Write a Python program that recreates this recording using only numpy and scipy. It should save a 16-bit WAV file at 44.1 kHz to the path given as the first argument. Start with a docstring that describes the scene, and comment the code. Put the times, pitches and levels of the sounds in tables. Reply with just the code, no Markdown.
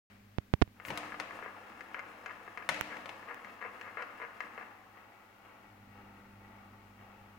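"""A bicycle chain runs on a stand in a tiled room: a hand flicks the crank, which spins on and slows.
Rollers tick over the teeth; the slack chain knocks, slaps and chatters about once a turn, and now and
then its links clack hard onto the teeth and ring the frame. Then it settles to a soft, swelling whirr.
A finger bumps the phone's right microphone port. Underneath lie mains hum, low rumble and faint hiss,
with a brief wash of noise at the start."""
import sys
import numpy as np
from scipy import signal
from scipy.fft import rfft, irfft
from scipy.io import wavfile
from scipy.ndimage import uniform_filter1d

SR = 44100
rng = np.random.default_rng(int(sys.argv[2]) if len(sys.argv) > 2 else 0)


def persist_wave(psi):
    """Save psi, clipped to +-1, as 16-bit WAV."""
    counts = np.round(np.clip(psi, -1, 1) * 32767).astype(np.int16)
    wavfile.write(sys.argv[1], SR, np.atleast_2d(counts).T)


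N = 325458
T = np.arange(N) / SR
OPEN_S = .1  # the phone's input opens
RELEASE_S, TURNS_PER_S, HALF_SPEED_S = .85, 3.75, 5.556  # crank let go: when, how fast, time to halve


# tone of the running chain (frequency [Hz], level [dB])
RUN_EQ = [(100, -31), (160, -9.5), (250, 2.5), (400, -10), (650, 0), (900, -1.5), (1250, 2), (2000, -9.5),
          (2600, -5.5), (3500, -19), (6000, -25), (9000, -28.5), (15000, -33)]
# peaks in the tone of running chain, knocks and rattles (frequency [Hz], width [Hz], boost [dB])
SHARED_PEAKS = [(468, 31, 5.9), (743, 33, 3), (1020, 89, 2.5), (1216, 36, 2.64), (1450, 9.2, 1.6),
                (1710, 240, 6), (2050, 290, 5.4), (2650, 52, 3.3)]
# jolts that stir up the chain (time [s], level [dB], decay [s])
JOLT_CUES = [(.85, -49.5, 0.66), (2.7, -50.5, 0.47)]
def chain_run(steady_db=-55, flicker_db=1.77):
    """Rollers tick over chainring and pulleys while the chain is lively, louder after a jolt."""
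    ticks = impacts(per_s=3000, scatter_db=4.5) * meshing(depth=0.27) * undb(flicker_db * drift(29.87))
    jolt_power = sum((undb(db) * burst(T - s, 0.0067, 0.064, decay_s)) ** 2
                     for s, db, decay_s in JOLT_CUES)
    level = np.sqrt(undb(steady_db) ** 2 + jolt_power)
    return unit(through(ticks, response(RUN_EQ, SHARED_PEAKS))) * level * liveliness()


# tone of the coasting drivetrain (frequency [Hz], level [dB])
WHIRR_EQ = [(150, -22), (250, 1.5), (420, -7), (660, -2.5), (770, -2), (1020, -4.5), (1350, -3.5),
            (1700, -8.5), (2600, -4.5), (3500, -21), (6000, -35), (11000, -42)]
# its resonances (frequency [Hz], width [Hz], boost [dB])
WHIRR_RESONANCES = [(759, 71, 3.5), (852, 143, 8), (1136, 80, 5.5), (1403, 350, 9), (1949, 92, 12.5),
                    (2230, 54, 6.5)]
def whirr(trough_db=-63.5, swell_db=7.5, start_turn=0.4, rise_turns=0.15, flicker_db=0.53):
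    """The coasting drivetrain purrs softly; on each turn it swells quickly and sinks slowly."""
    ticks = impacts(per_s=3000, scatter_db=4.0) * meshing(depth=0.59)
    swell = np.interp((turns() - start_turn) % 1, [0, rise_turns, 1], [0, 1, 0])
    db = trough_db + swell_db * swell + flicker_db * drift(25)
    return unit(through(ticks, response(WHIRR_EQ, WHIRR_RESONANCES))) * spinning() * undb(db)


def turns():
    """Turns of the crank since its release; drag grows with the square of the speed."""
    return TURNS_PER_S * HALF_SPEED_S * np.log1p((T - RELEASE_S) / HALF_SPEED_S)


def meshing(depth, teeth=52):
    """Each roller seats on its chainring tooth: a slightly unsteady tremolo, one pulse per link."""
    teeth_passed = teeth * np.cumsum(np.gradient(turns()) * (1 + 0.0168 * drift(20)))
    return unit(1 + depth * np.cos(2 * np.pi * teeth_passed))


def spinning(rise_s=0.11):
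    """Fade-in from 0 to 1 as the hand throws the crank."""
    return np.clip((T - RELEASE_S) / rise_s + 1, 0, 1)


def liveliness(calm_s=4.577, fade_db_per_s=48):
    """Envelope that holds at 1 while the chain is lively and dies away once it calms."""
    return spinning() * undb(-fade_db_per_s * np.maximum(T - calm_s, 0))


# tone of knocks and rattles (frequency [Hz], level [dB])
KNOCK_EQ = [(150, -38), (300, -28), (450, -8), (650, -6.5), (880, -10), (1100, 6), (1700, -0.5), (2400, -3),
            (2900, -11), (3400, -28.5), (4500, -31.5), (6500, -36), (9000, -54), (15000, -65)]
def knock(db, tilt_db):
    """One hollow-sounding contact of the slack chain, dull or bright."""
    ring = response(KNOCK_EQ, SHARED_PEAKS, tilt_db)
    return undb(db) * hit(ring, chatter=0.65, settle_s=0.0034)


# single chain knocks (time [s], level [dB], tilt [dB/octave])
KNOCK_CUES = [(.7998, -43.5, 1.5), (1.0324, -40, -0.5), (1.1214, -38, -1), (1.1431, -37, 0),
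              (1.3085, -39, -2.5), (1.39, -40, -0.5), (1.461, -39.5, -5.5), (1.8081, -40, 7.5),
              (1.9932, -38.5, 7), (2.478, -40, -5), (2.7444, -38.5, 12.5), (3.8128, -39, 7.5),
              (4.0235, -37, 6), (4.2258, -42, 2.5), (4.4052, -31.5, 4.5), (4.4378, -42, -4.5)]
# chain slaps, about one a turn (time [s], level [dB], tilt [dB/octave], chatter level [dB])
SLAP_CUES = [(1.4258, -39.5, -6, -45.5), (1.945, -33, 2.5, -42.5), (2.2608, -35.5, 5.5, -43),
             (2.5746, -35, 3.5, -49), (2.906, -41, 5, -41.5), (3.271, -60, -3, -40.5),
             (3.447, -42.5, 7, -52), (3.6146, -39, 1.5, -39), (3.844, -50, -2, -44),
             (3.9718, -33, -2.5, -36), (4.201, -41.5, -6, -40.5), (4.578, -38, -2.5, -46.5),
             (4.9725, -52, -2, -68)]
def clatter(rebound_s=.05, rebound_db=-8, light_db=-59.5):
    """The slack chain knocks, and slaps with a chatter and one rebound; light taps fall at random."""
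    knocks, chatter_level = np.zeros(N), np.zeros(N)
    chatter_shape = burst(T[:SR // 2], attack_s=0.0095, hold_until_s=0.048, decay_s=0.013)
    for s, db, tilt_db in KNOCK_CUES:
        add(knocks, s, knock(db, tilt_db))
    for s, db, tilt_db, chatter_db in SLAP_CUES:
        add(knocks, s, knock(db, tilt_db))
        add(knocks, s + rebound_s, knock(db + rebound_db, tilt_db))
        add(chatter_level, s, undb(chatter_db) * chatter_shape)
    links = chatter_level * impacts(per_s=1100, scatter_db=3.5) * meshing(depth=0.33)
    taps = undb(light_db) * liveliness() * impacts(per_s=20, scatter_db=2.5)
    return knocks + through(links + taps, response(KNOCK_EQ, SHARED_PEAKS, tilt_db=-2.0))


# hard metal clacks (time [s], level [dB], tilt [dB/octave], frame level [dB])
CLACK_CUES = [(.851, -39, 0.5, -66), (.884, -39, 1.5, -65), (.904, -32.5, -0.5, -54),
              (0.9751, -34, 3.5, -65), (1.1998, -31.5, -0.5, -61), (2.6902, -23, 1.5, -50),
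              (2.968, -42.5, -2, -72), (3.058, -41, -.5, -67), (3.0927, -39, -1, -71)]
# tone of a clack (frequency [Hz], level [dB])
CLACK_EQ = [(150, -22), (420, -2.5), (700, 4.5), (1200, 3), (2200, 6.5), (3300, -5.5), (4200, -10),
            (5200, -12), (6400, -14.5), (9000, -19), (15000, -33)]
# the chainring's brief ping (frequency [Hz], width [Hz], boost [dB])
CHAINRING_PING = [(2770, 300, 2), (4200, 400, 2)]
# low modes of the frame on its stand (frequency [Hz], level [dB], time to fall 60 dB [s])
FRAME_MODES = [(208.2, 7, 0.12), (299.4, -1, 1), (582, 2, 0.25), (680, -22, 0.1), (652, 9.5, 0.2)]
def clacks(chatter, thump_hz=805, thump_width_hz=740, thump_db=16):
    """Links snap onto the teeth; the chainring pings and the jolt thumps in the frame and rings it."""
    out, t = np.zeros(N), T[:SR // 2]
    frame_ring = sum(undb(db - 60 * t / t60) * np.sin(2 * np.pi * hz * t) for hz, db, t60 in FRAME_MODES)
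    soft_click = butter(1. * (t == 0), 1800, "low")
    hollow = signal.lfilter(*signal.iirpeak(thump_hz, thump_hz / thump_width_hz, SR), soft_click)
    for s, db, tilt_db, frame_db in CLACK_CUES:
        snap = hit(response(CLACK_EQ, CHAINRING_PING, tilt_db), chatter, settle_s=0.0042)
        thump = undb(thump_db) * hit(hollow, chatter=5, settle_s=0.0067)
        add(out, s, undb(db) * snap)
        add(out, s, undb(frame_db) * (frame_ring + thump))
    return out


def hit(ring, chatter, settle_s):
    """One contact, then the neighbouring links settle in quick small hits; rms 1 over the first 8 ms."""
    t = T[:len(ring)]
    links = rng.standard_normal(len(t)) * np.exp(-t / settle_s)
    sound = through((t == 0) + chatter * links / np.linalg.norm(links), ring)
    return sound / np.sqrt(np.mean(sound[t < .008] ** 2))


def hand(shove_s=.912, spread_s=.028, lead_s=0.035, slide_db=-54, shove_db=-41):
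    """The fingers hiss over the pedal, then the shove thumps through the frame."""
    highs = butter(rng.standard_normal(N), 5000, "high")
    lows = butter(butter(rng.standard_normal(N), 250, "low"), 82, "high")
    slide = unit(highs) * np.exp(-((T - shove_s + lead_s) / spread_s) ** 2)
    shove = unit(lows) * np.exp(-((T - shove_s) / spread_s) ** 2)
    return undb(slide_db) * slide + undb(shove_db) * shove


# fingertip bumps on the microphone port (time [s], pressure step [dB])
BUMP_CUES = [(0.3845, -13), (0.5382, -6.5), (.617, -9), (0.6212, -2.5), (0.624, -8), (0.677, -38),
             (2.8107, -27)]
# fingernail ticks on the port (time [s], level of each push [dB])
NAIL_CUES = [(2.811, -11), (3.345, -31)]
def finger(leak_hz=85, damping=0.54, edge_hz=3600, flick_s=0.00023):
    """Each bump is a step of pressure that leaks out of the port; a nail flicks it out and back."""
    steps, ticks = np.zeros(N), np.zeros(N)
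    for s, db in BUMP_CUES:
        add(steps, s, undb([db]))
    omega = 2 * np.pi * leak_hz
    leak = signal.bilinear([1, 0, 0], [1, 2 * damping * omega, omega ** 2], SR)  # high-pass
    thumps = butter(signal.lfilter(*leak, np.cumsum(steps)), edge_hz, "low")
    flick = response([(100, 18), (600, 5.0), (1600, 1.5), (3500, -9), (7000, -19.0), (15000, -18)])
    for s, db in NAIL_CUES:
        push = undb(db) * flick / np.abs(flick).max()
        add(ticks, s, -push)
        add(ticks, s + flick_s, push)
    return thumps + ticks


def room(x, early_db, tail_db, bounce_db, radiated=None):
    """Direct sound, a tile bounce, nearby scatter and a tail fed by what is radiated all round."""
    bounce_s, scatter_s, build_s = .00422, 0.007, 0.017
    low_t60_s, high_t60_s = 1.0, 0.45
    t = T[:SR]
    white = rng.standard_normal((3, SR))
    diffuse = butter(white[2], 925, "low") + butter(white[:2], 700, "high")  # the ports share the bass
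    dull = butter(diffuse, 6600, "low", order=1)
    tail = dull * undb(-60 * t / low_t60_s) + (diffuse - dull) * undb(-60 * t / high_t60_s)
    tail *= np.minimum(t / build_s, 1)
    near = undb(early_db) * unit(diffuse * np.exp(-t / scatter_s)) / np.sqrt(SR)
    near[:, int(bounce_s * SR)] += undb(bounce_db + np.array([0, -4]))
    far = undb(tail_db) * unit(tail) / np.sqrt(SR)
    radiated = x if radiated is None else radiated
    walls = np.array([through(x, early) + through(radiated, late) for early, late in zip(near, far)])
    walls = butter(walls, 12000, "low", order=1)  # every reflection loses some treble
    direct = undb([[0], [-4.5]]) * x  # left, right
    return undb(-1.5) * (direct + walls)


# partials of the mains hum (frequency [Hz], relative level [dB])
HUM_PARTIALS = [(50, -12), (100, -4), (200, -3), (300, -14), (400, -17)]
# tone of the rumble (frequency [Hz], level [dB])
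RUMBLE_EQ = [(25, -6), (60, -18), (85, -8), (105, 7.5), (140, -10.5), (180, -6), (240, 2.5), (310, -17),
             (400, -16), (700, -16), (2000, -54)]
# fader ride on hum and rumble together (time [s], gain [dB])
HUM_FADER = [(.1, -60), (1.4, -65), (5.4, -69.5), (5.98, -56), (7.38, -59.5)]
def mains_hum():
    """Mains hum over a wavering low rumble; both sink, then come back up near the end."""
    hum = sum(undb(db) * np.sin(2 * np.pi * (hz * T + rng.random())) for hz, db in HUM_PARTIALS)
    rumble = noise(RUMBLE_EQ) * undb(-6.0 + 0.5 * drift(4.2))
    return (hum + rumble) * undb(curve(HUM_FADER))


# tone of the hiss (frequency [Hz], level [dB])
HISS_EQ = [(100, 12.5), (700, 13.5), (1500, 13.5), (2300, 14.5), (3500, 5), (6000, 0.5), (10000, -5),
           (13000, -2.5), (15500, -2.5)]
def hiss(level_db=-65.0, rise_db=0.55):
    """A faint bed of hiss, separate on each port, that comes up a touch early on."""
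    return np.array([noise(HISS_EQ) for _ in range(2)]) * undb(level_db + rise_db * np.clip(T - .5, 0, 1))


def wash(start_db=-59, decay_s=0.098):
    """A soft rush of noise with the tone of the clacks is already dying away as the input opens."""
    fade = undb(start_db) * np.exp(-np.maximum(T - OPEN_S, 0) / decay_s)
    return fade * np.array([noise(CLACK_EQ) for _ in range(2)])


def impacts(per_s, scatter_db):
    """Tiny impacts at random moments, pushing either way, of uneven size."""
    direction, size = rng.standard_normal((2, N))
    struck = rng.random(N) < per_s / SR
    return unit(struck * np.sign(direction) * undb(scatter_db * size))


def noise(eq):
    """Steady noise of a given tone."""
    return unit(through(rng.standard_normal(N), response(eq)))


def drift(rate_hz):
    """Smooth random modulation with a spread near 1."""
    hold = int(SR / rate_hz)
    steps = np.repeat(rng.standard_normal(N // hold + 1), hold)
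    return 1.423 * uniform_filter1d(uniform_filter1d(steps, hold), hold)[:N]


def burst(t, attack_s, hold_until_s, decay_s):
    """Envelope: straight attack, hold, exponential decay."""
    return np.clip(t / attack_s, 0, 1) * np.exp(-np.maximum(t - hold_until_s, 0) / decay_s)


def response(eq, resonances=(), tilt_db=0, size=4096):
    """Unit-energy impulse response of an EQ curve with resonances and a tilt per octave."""
    f = np.maximum(np.arange(size // 2 + 1) * SR / size, 1)
    hz, db = np.transpose(eq)
    db = np.interp(np.log(f), np.log(hz), db) + tilt_db * np.log2(np.clip(f, hz[0], hz[-1]))
    for centre, width, boost in resonances:
        db += boost / (1 + (2 * (f - centre) / width) ** 2)
    cepstrum = irfft(np.log(undb(db)))
    cepstrum[size // 2:] = 0  # minimum phase: no ringing ahead of the hit
    ring = irfft(np.exp(rfft(2 * cepstrum)))
    return ring / np.linalg.norm(ring)


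def through(x, ring):
    """Pass a sound through an impulse response."""
    return signal.oaconvolve(x, ring)[:len(x)]


def butter(x, hz, kind, order=2):
    """Plain low- or high-pass."""
    return signal.sosfilt(signal.butter(order, min(hz, .45 * SR), kind, fs=SR, output="sos"), x)


def undb(db):
    """Decibels to gain."""
    return 10 ** (np.asarray(db) / 20)


def unit(x):
    """Scale to rms 1."""
    return x / np.sqrt(np.mean(x ** 2))


def curve(rows):
    """Breakpoints (time [s], value) joined by straight lines."""
    return np.interp(T, *np.transpose(rows))


def add(track, s, sound):
    """Mix a sound into a track at a time."""
    i = int(s * SR)
    track[i:i + len(sound)] += sound[:N - i]


def scene():
    """The bicycle and the room at two ports; the right one faces away and loses some midrange."""
    running = room(chain_run() + whirr(), early_db=-3, tail_db=-3, bounce_db=-15)
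    knocking = room(clatter(), early_db=-6, tail_db=-7.5, bounce_db=-6)
    # over all directions the chatter of a clack averages out: the tail gets one clean snap
    snapping = room(clacks(chatter=1.53), early_db=-5.5, tail_db=-5.0, bounce_db=-26,
                    radiated=clacks(chatter=0))
    shoving = room(hand(), early_db=-5, tail_db=-13, bounce_db=-16)
    left, right = running + knocking + snapping + shoving + mains_hum() + hiss() + wash()
    mid_scoop = response([(300, 9), (700, 7), (1300, 5), (2300, 0.5), (3500, 7), (8000, 4.5), (15000, 12)])
    return np.array([left, undb(1.12) * through(right, mid_scoop) + finger()])


def record(dry):
    """The phone opens its input after a moment and cuts the top above 16 kHz."""
    high_cut = signal.ellip(10, .2, 70, 16000, fs=SR, output="sos")
    return signal.sosfilt(high_cut, dry * (T > OPEN_S))


dry = scene()
out = record(dry)
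persist_wave(out)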